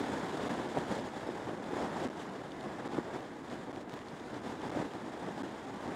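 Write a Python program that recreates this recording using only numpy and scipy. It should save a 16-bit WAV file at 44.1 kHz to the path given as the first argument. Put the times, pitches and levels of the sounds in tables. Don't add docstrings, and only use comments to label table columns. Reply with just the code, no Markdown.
import sys
import numpy as np
from scipy import signal
from scipy.fft import rfft, irfft, next_fast_len
from scipy.io import wavfile
from scipy.ndimage import uniform_filter1d, map_coordinates

SR = 44100
rng = np.random.default_rng(int(sys.argv[2]) if len(sys.argv) > 2 else 0)


def nominal_scale(level):
    x = np.asarray(level, float) / 20
    return 10 ** x


def store_wav(level_fs):
    pcm = np.round(np.clip(np.atleast_2d(level_fs), -1, 1) * 32767)
    wavfile.write(sys.argv[1], SR, pcm.T.astype(np.int16))


N = 262395
WIND_FILTER_HZ, WIND_FILTER_Q = 232, 0.89

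# (frequency [Hz], density [dB per Hz])
SEAL_COLOUR = [(2000, -30), (3000, 4.5), (4000, -3), (5500, -7), (7500, -16), (10000, -18), (13000, -40)]


def unit(x):
    return x / np.sqrt(np.mean(x ** 2) + 1e-20)


def wobble(rate):
    knots = rng.standard_normal(int(N * rate / SR) + 4)
    return unit(map_coordinates(knots, [np.arange(N) * rate / SR]))


def quick(rate):
    x = wobble(rate)
    return unit(x - uniform_filter1d(x, size=SR // 9))


def filtered(x, response):
    m = next_fast_len(N + 8192)
    return irfft(rfft(x, m) * response(np.fft.rfftfreq(m, 1 / SR)), m)[:N]


def wind_filter(hz):
    u = 1j * hz / WIND_FILTER_HZ
    return u * u / (u * u + u / WIND_FILTER_Q + 1)


def rush(spectrum, patchy_db, lumps_db):
    z = signal.stft(rng.standard_normal(N), nperseg=512)[2]
    field = uniform_filter1d(rng.standard_normal(z.shape), size=6, axis=0)
    field = uniform_filter1d(field, size=8, axis=1)
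    noise = signal.istft(z * nominal_scale(patchy_db * unit(field)), nperseg=512)[1][:N]
    f, db = np.transpose(spectrum)

    def colour(hz):
        return nominal_scale(np.interp(np.log(hz + 1), np.log(f), db, -120, -120))

    x = filtered(noise * nominal_scale(lumps_db), colour)
    return x / np.std(filtered(x, wind_filter))


def stream():
    # (time [s], strength [dB], brightness [dB])
    drift = [
        (0.0, 5.5, 0.3),
        (0.99, 1.0, 0.7),
        (1.98, -1, -0.8),
        (2.98, -1.03, -0.86),
        (3.97, -4.5, 1.2),
        (4.96, -2.13, 0.5),
        (5.95, -2.26, 0.5),
    ]
    # (middle [s], length [s], rise [dB], brightness [dB])
    gusts = [(0.5, 0.31, 2.7, -0.6), (0.77, 0.059, 3, -1.5), (0.79, 0.081, 4.2, -1), (0.94, 0.18, 5, 0.5),
             (1.29, 0.051, 1.5, -1.5), (1.5, 0.14, 1.5, -1), (1.81, 0.3, 7, -0.1), (1.95, 0.13, 3.5, -0.8),
             (2.01, 0.18, 5.5, 1), (2.06, 0.094, 5, 0.0), (2.21, 0.13, 1.5, 2.5), (2.52, 0.35, -3, 1.2),
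             (2.66, 0.064, 4, -0.7), (2.86, 0.048, 5, 0.5), (2.94, 0.071, 3.5, 0), (2.98, 0.061, 5.5, -1),
             (3.15, 0.11, 4.5, -0.5), (3.36, 0.4, -3, 0.4), (3.53, 0.083, 4.5, 0.3),
             (3.69, 0.06, 0.2, -3.5), (3.76, 0.08, 2, -2.7), (3.86, 0.11, -3, -5.5), (3.95, 0.11, 3, -1.5),
             (4.35, 0.089, 4.5, -1.5), (4.49, 0.18, 5.5, -0.2), (4.67, 0.16, 6.5, -0.8),
             (4.79, 0.22, 8, -2), (5.27, 0.19, 4, -1.5), (5.42, 0.15, 4, 0.5), (5.89, 0.27, 5, -1.7)]
    # (middle [s], length [s], rise [dB], brightness [dB])
    lulls = [
        (1.106, 0.066, -4, 1),
        (1.587, 0.12, -2, -1.5),
        (2.123, 0.065, -2, 1),
        (4.038, .05, -3, 0),
        (4.412, .05, 0, -3),
        (4.885, 0.052, -3.5, 2.5),
    ]
    t = np.arange(N) / SR
    s, *curves = np.transpose(drift)
    strength_db, bright_db = (np.interp(t, s, curve) for curve in curves)
    for middle, length, rise_db, tilt_db in [*gusts, *lulls]:
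        swell = np.cos(np.pi * np.clip((t - middle) / length, -.5, .5)) ** 2
        strength_db = strength_db + rise_db * swell
        bright_db = bright_db + tilt_db * swell
    return strength_db, bright_db


def road_rumble():
    # (frequency [Hz], density [dB per Hz])
    floor_colour = [(12, -10), (25, 8), (40, 0), (70, -12), (120, -38)]
    return nominal_scale(-74) * rush(floor_colour, patchy_db=0.5, lumps_db=0)


def airflow():
    # (frequency [Hz], density [dB per Hz])
    buffet_colour = [(20, -28), (45, 0), (70, 2.5), (100, -0.5), (150, -4), (210, -5), (280, -4.5),
                     (380, -8), (480, -17.5), (900, -54)]
    roar_colour = [(200, -48), (350, -7.5), (450, -0.5), (600, -2), (820, -1.5), (1000, -5.5), (1300, -15),
                   (2200, -39)]
    tyre_colour = [(600, -12), (1000, -2.5), (1300, -2), (1700, -1.5), (2100, -6.5), (2700, -17),
                   (4000, -36)]
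    edge_colour = [(1500, -13), (2700, -3), (3500, 0.5), (4300, -6.5), (5000, -6), (6000, -10.5),
                   (7000, -8), (8300, -13), (10000, -18), (12000, -27.5), (13500, -28.5), (16000, -31)]
    # (mean level [dB], share of strength [dB per dB], share of brightness [dB per dB])
    layers = [
        (-44, 0.93, -0.66),
        (-45.5, 0.97, -0.41),
        (-51.5, 0.86, 0.24),
        (-58.5, 1.03, 1.2),
    ]
    strength_db, bright_db = stream()
    buffet_db, roar_db, tyre_db, edge_db = (
        db + grows * strength_db + tilts * bright_db for db, grows, tilts in layers)
    eddies = quick(35)
    flutter = quick(80) + 0.93 * quick(200)
    buffet_lumps_db = 0.99 * eddies + 0.36 * quick(30) + 0.63 * flutter
    roar_lumps_db = 0.38 * eddies + 0.87 * flutter
    tyre_lumps_db = 0.29 * eddies + 0.44 * flutter + 0.36 * quick(50)
    edge_lumps_db = 0.056 * eddies + 0.82 * flutter
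    buffet = nominal_scale(buffet_db) * rush(buffet_colour, patchy_db=0.8, lumps_db=buffet_lumps_db)
    roar = nominal_scale(roar_db) * rush(roar_colour, patchy_db=0.13, lumps_db=roar_lumps_db)
    tyres = nominal_scale(tyre_db) * rush(tyre_colour, patchy_db=0.04, lumps_db=tyre_lumps_db)
    edge = nominal_scale(edge_db) * rush(edge_colour, patchy_db=0.7, lumps_db=edge_lumps_db)
    return buffet + roar + tyres + edge


def slaps():
    # (time [s], peak [dB], width [ms])
    hard_slaps = [(0.2324, -26, 0.34), (0.3462, -27, 0.54), (0.3964, -25, 0.61), (0.4703, -26, 0.61),
                  (0.7667, -23, 0.54), (0.7724, -17, 0.43), (0.7783, -23, 0.5), (0.9096, -26, 0.34),
                  (0.9319, -26, 0.5), (0.968, -26, 0.57), (1.2756, -27, 0.52), (1.2906, -24, 0.68),
                  (1.4894, -26, 0.93), (1.5333, -28, 0.79), (1.7338, -26, 0.75), (1.8083, -25, 0.48),
                  (1.9683, -26, 0.39), (2.0241, -25, 0.61), (2.6702, -29, 0.57), (2.8596, -28, 0.73),
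                  (2.9812, -22, 0.41), (2.9857, -20.5, 0.8), (3.1035, -28, 0.39), (3.5333, -30, 0.5),
                  (4.6345, -28, 0.48), (4.7266, -28, 0.41), (4.7717, -23, 0.57), (4.7996, -26, 1.38),
                  (4.8258, -24, 0.66), (5.8051, -30, 0.68)]
    pat_count, pat_db, pat_ms = 24, -32, .55
    strength_db = stream()[0]
    pats = []
    for u, v, w in rng.random((pat_count, 3)):
        level_db = pat_db + strength_db[int(u * N)].clip(-5, 3) + 3 * (v - .5)
        pats.append((.05 + u * (N / SR - .1), level_db, pat_ms * 2 ** (w - .5)))
    blows = [*hard_slaps, *pats]
    out = np.zeros(N + SR)
    t = np.arange(-SR // 200, SR // 100) * 1000 / SR
    for (s, db, width_ms), side in zip(blows, rng.choice([-1, 1], len(blows))):
        force = max(db + 26, 0)
        spread = width_ms * np.where(t < 0, 1.2, 2.2 + .2 * force)
        swing = np.exp(-(t / spread) ** 2) * np.cos(1.9 * t / width_ms)
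        swing += .3 * np.exp(-(t / 1.6) ** 2) * np.cos(1.7 * t)
        out[round(s * SR) - SR // 200:][:len(t)] += side * nominal_scale(db - 4 + .3 * force) * swing
    return out[:N]


def thuds():
    # (time [s], peak [dB])
    booms = [(.6, -35.5), (.777, -29.5), (1.307, -37), (1.46, -31), (2.413, -38), (2.986, -27),
             (3.587, -37), (3.741, -43), (3.937, -33.5), (4.136, -35.5), (4.334, -41), (4.797, -25.5),
             (5.719, -37)]
    boom_hz, boom_ms = 126, 9.7
    out, t = np.zeros(N), np.arange(N) / SR
    for (s, db), (u, v) in zip(booms, rng.random((len(booms), 2))):
        envelope = np.exp(-(1000 * (t - s) / boom_ms) ** 2)
        pitch_hz = boom_hz * (0.87 + 0.36 * u)
        out += nominal_scale(db) * envelope * np.cos(2 * np.pi * (pitch_hz * (t - s) + v))
    return out


def spits():
    # (time [s], peak [dB], length [ms])
    bursts = [(0.7848, -37, 4.3), (1.6392, -46, 5.5), (2.5174, -45, 5.4), (2.608, -44, 4.2),
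              (2.6269, -47, 5), (3.2266, -49, 4.5), (3.4984, -41.5, 4.7), (3.7534, -48, 5), (3.92, -46, 5),
              (4.0836, -43.5, 4.7), (4.1964, -46, 5.6), (4.341, -44, 5.6), (4.6154, -44, 5),
              (5.5264, -51, 5)]
    gate, t = np.zeros(N + SR), np.arange(SR // 40) / SR
    for s, db, length_ms in bursts:
        swell = np.sin(np.pi * np.minimum(1000 * t / length_ms, 1))
        gate[round(s * SR):][:len(t)] += nominal_scale(db - 7.5) * swell
    return gate[:N] * rush(SEAL_COLOUR, patchy_db=1.5, lumps_db=0)


def ticks():
    # (time [s], push [dB], ping [dB])
    grains = [(1.088, -34, -68), (2.739, -45, -66), (2.9698, -50, -63), (2.9871, -35, -70),
              (3.2007, -50, -63), (3.207, -34, -70), (3.247, -46, -70), (3.7615, -33, -80),
              (3.8284, -45, -85), (3.8956, -32, -75), (3.9345, -37, -72), (3.9394, -30, -50),
              (3.9911, -34, -67), (4.3492, -38, -80), (4.6953, -45, -64), (4.724, -50, -65),
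              (4.7704, -38, -58), (4.908, -40, -80), (4.92, -41, -80), (4.9366, -33, -72),
              (5.4527, -41, -80)]
    out, t = np.zeros(N + SR), np.arange(SR // 500) / SR
    push = (t / .00008) ** 2 * np.exp(2 - t / .00004)
    ping = np.sin(2 * np.pi * 13800 * t) * np.exp(-t / .00008)
    for (s, push_db, ping_db), side in zip(grains, rng.choice([-1, 1], len(grains))):
        grain = nominal_scale(push_db) * push + nominal_scale(ping_db + 12) * ping
        out[round(s * SR):][:len(t)] += side * grain
    return out[:N]


def scene():
    return (road_rumble() + airflow() + slaps() + thuds() + spits() + ticks())[None]


def band_limit(x):
    return signal.sosfilt(signal.butter(12, 15710, fs=SR, output="sos"), x)


def record(dry):
    # (frequency [Hz], density [dB per Hz])
    circuit_colour = [(200, -20), (2000, 0), (11000, 0), (16000, -2)]
    # (time [s], length [ms])
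    surges = [(0.3186, 3.2), (0.4874, 5.0), (0.6815, 2.7), (2.0324, 2.2), (2.0624, 2.5), (2.0781, 6.2),
              (2.0925, 7.0), (2.879, 6.7), (2.99, 3.7), (3.7211, 6.5), (4.6719, 2.7), (4.6904, 4.5),
              (4.7078, 6.5), (4.8066, 2.2), (5.2581, 2.5), (5.4237, 9.2), (5.871, 4.5)]
    hiss = nominal_scale(-85.0) * rush(circuit_colour, patchy_db=1.0, lumps_db=0)
    steps = np.diff(dry[0] + hiss, prepend=0)
    kick = np.hanning(14)
    for (s, length_ms), side in zip(surges, rng.choice([-1, 1], len(surges))):
        start, end = round(s * SR), round((s + length_ms / 1000) * SR)
        steps[start:end] = 0
        steps[end:end + len(kick)] += side * nominal_scale(-52.0) * kick
    late_hiss = nominal_scale(-77) * rush(SEAL_COLOUR, patchy_db=.3, lumps_db=0)
    mix = filtered(np.cumsum(steps), wind_filter) + late_hiss
    return band_limit(mix[None])


dry = scene()
out = record(dry)
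store_wav(out)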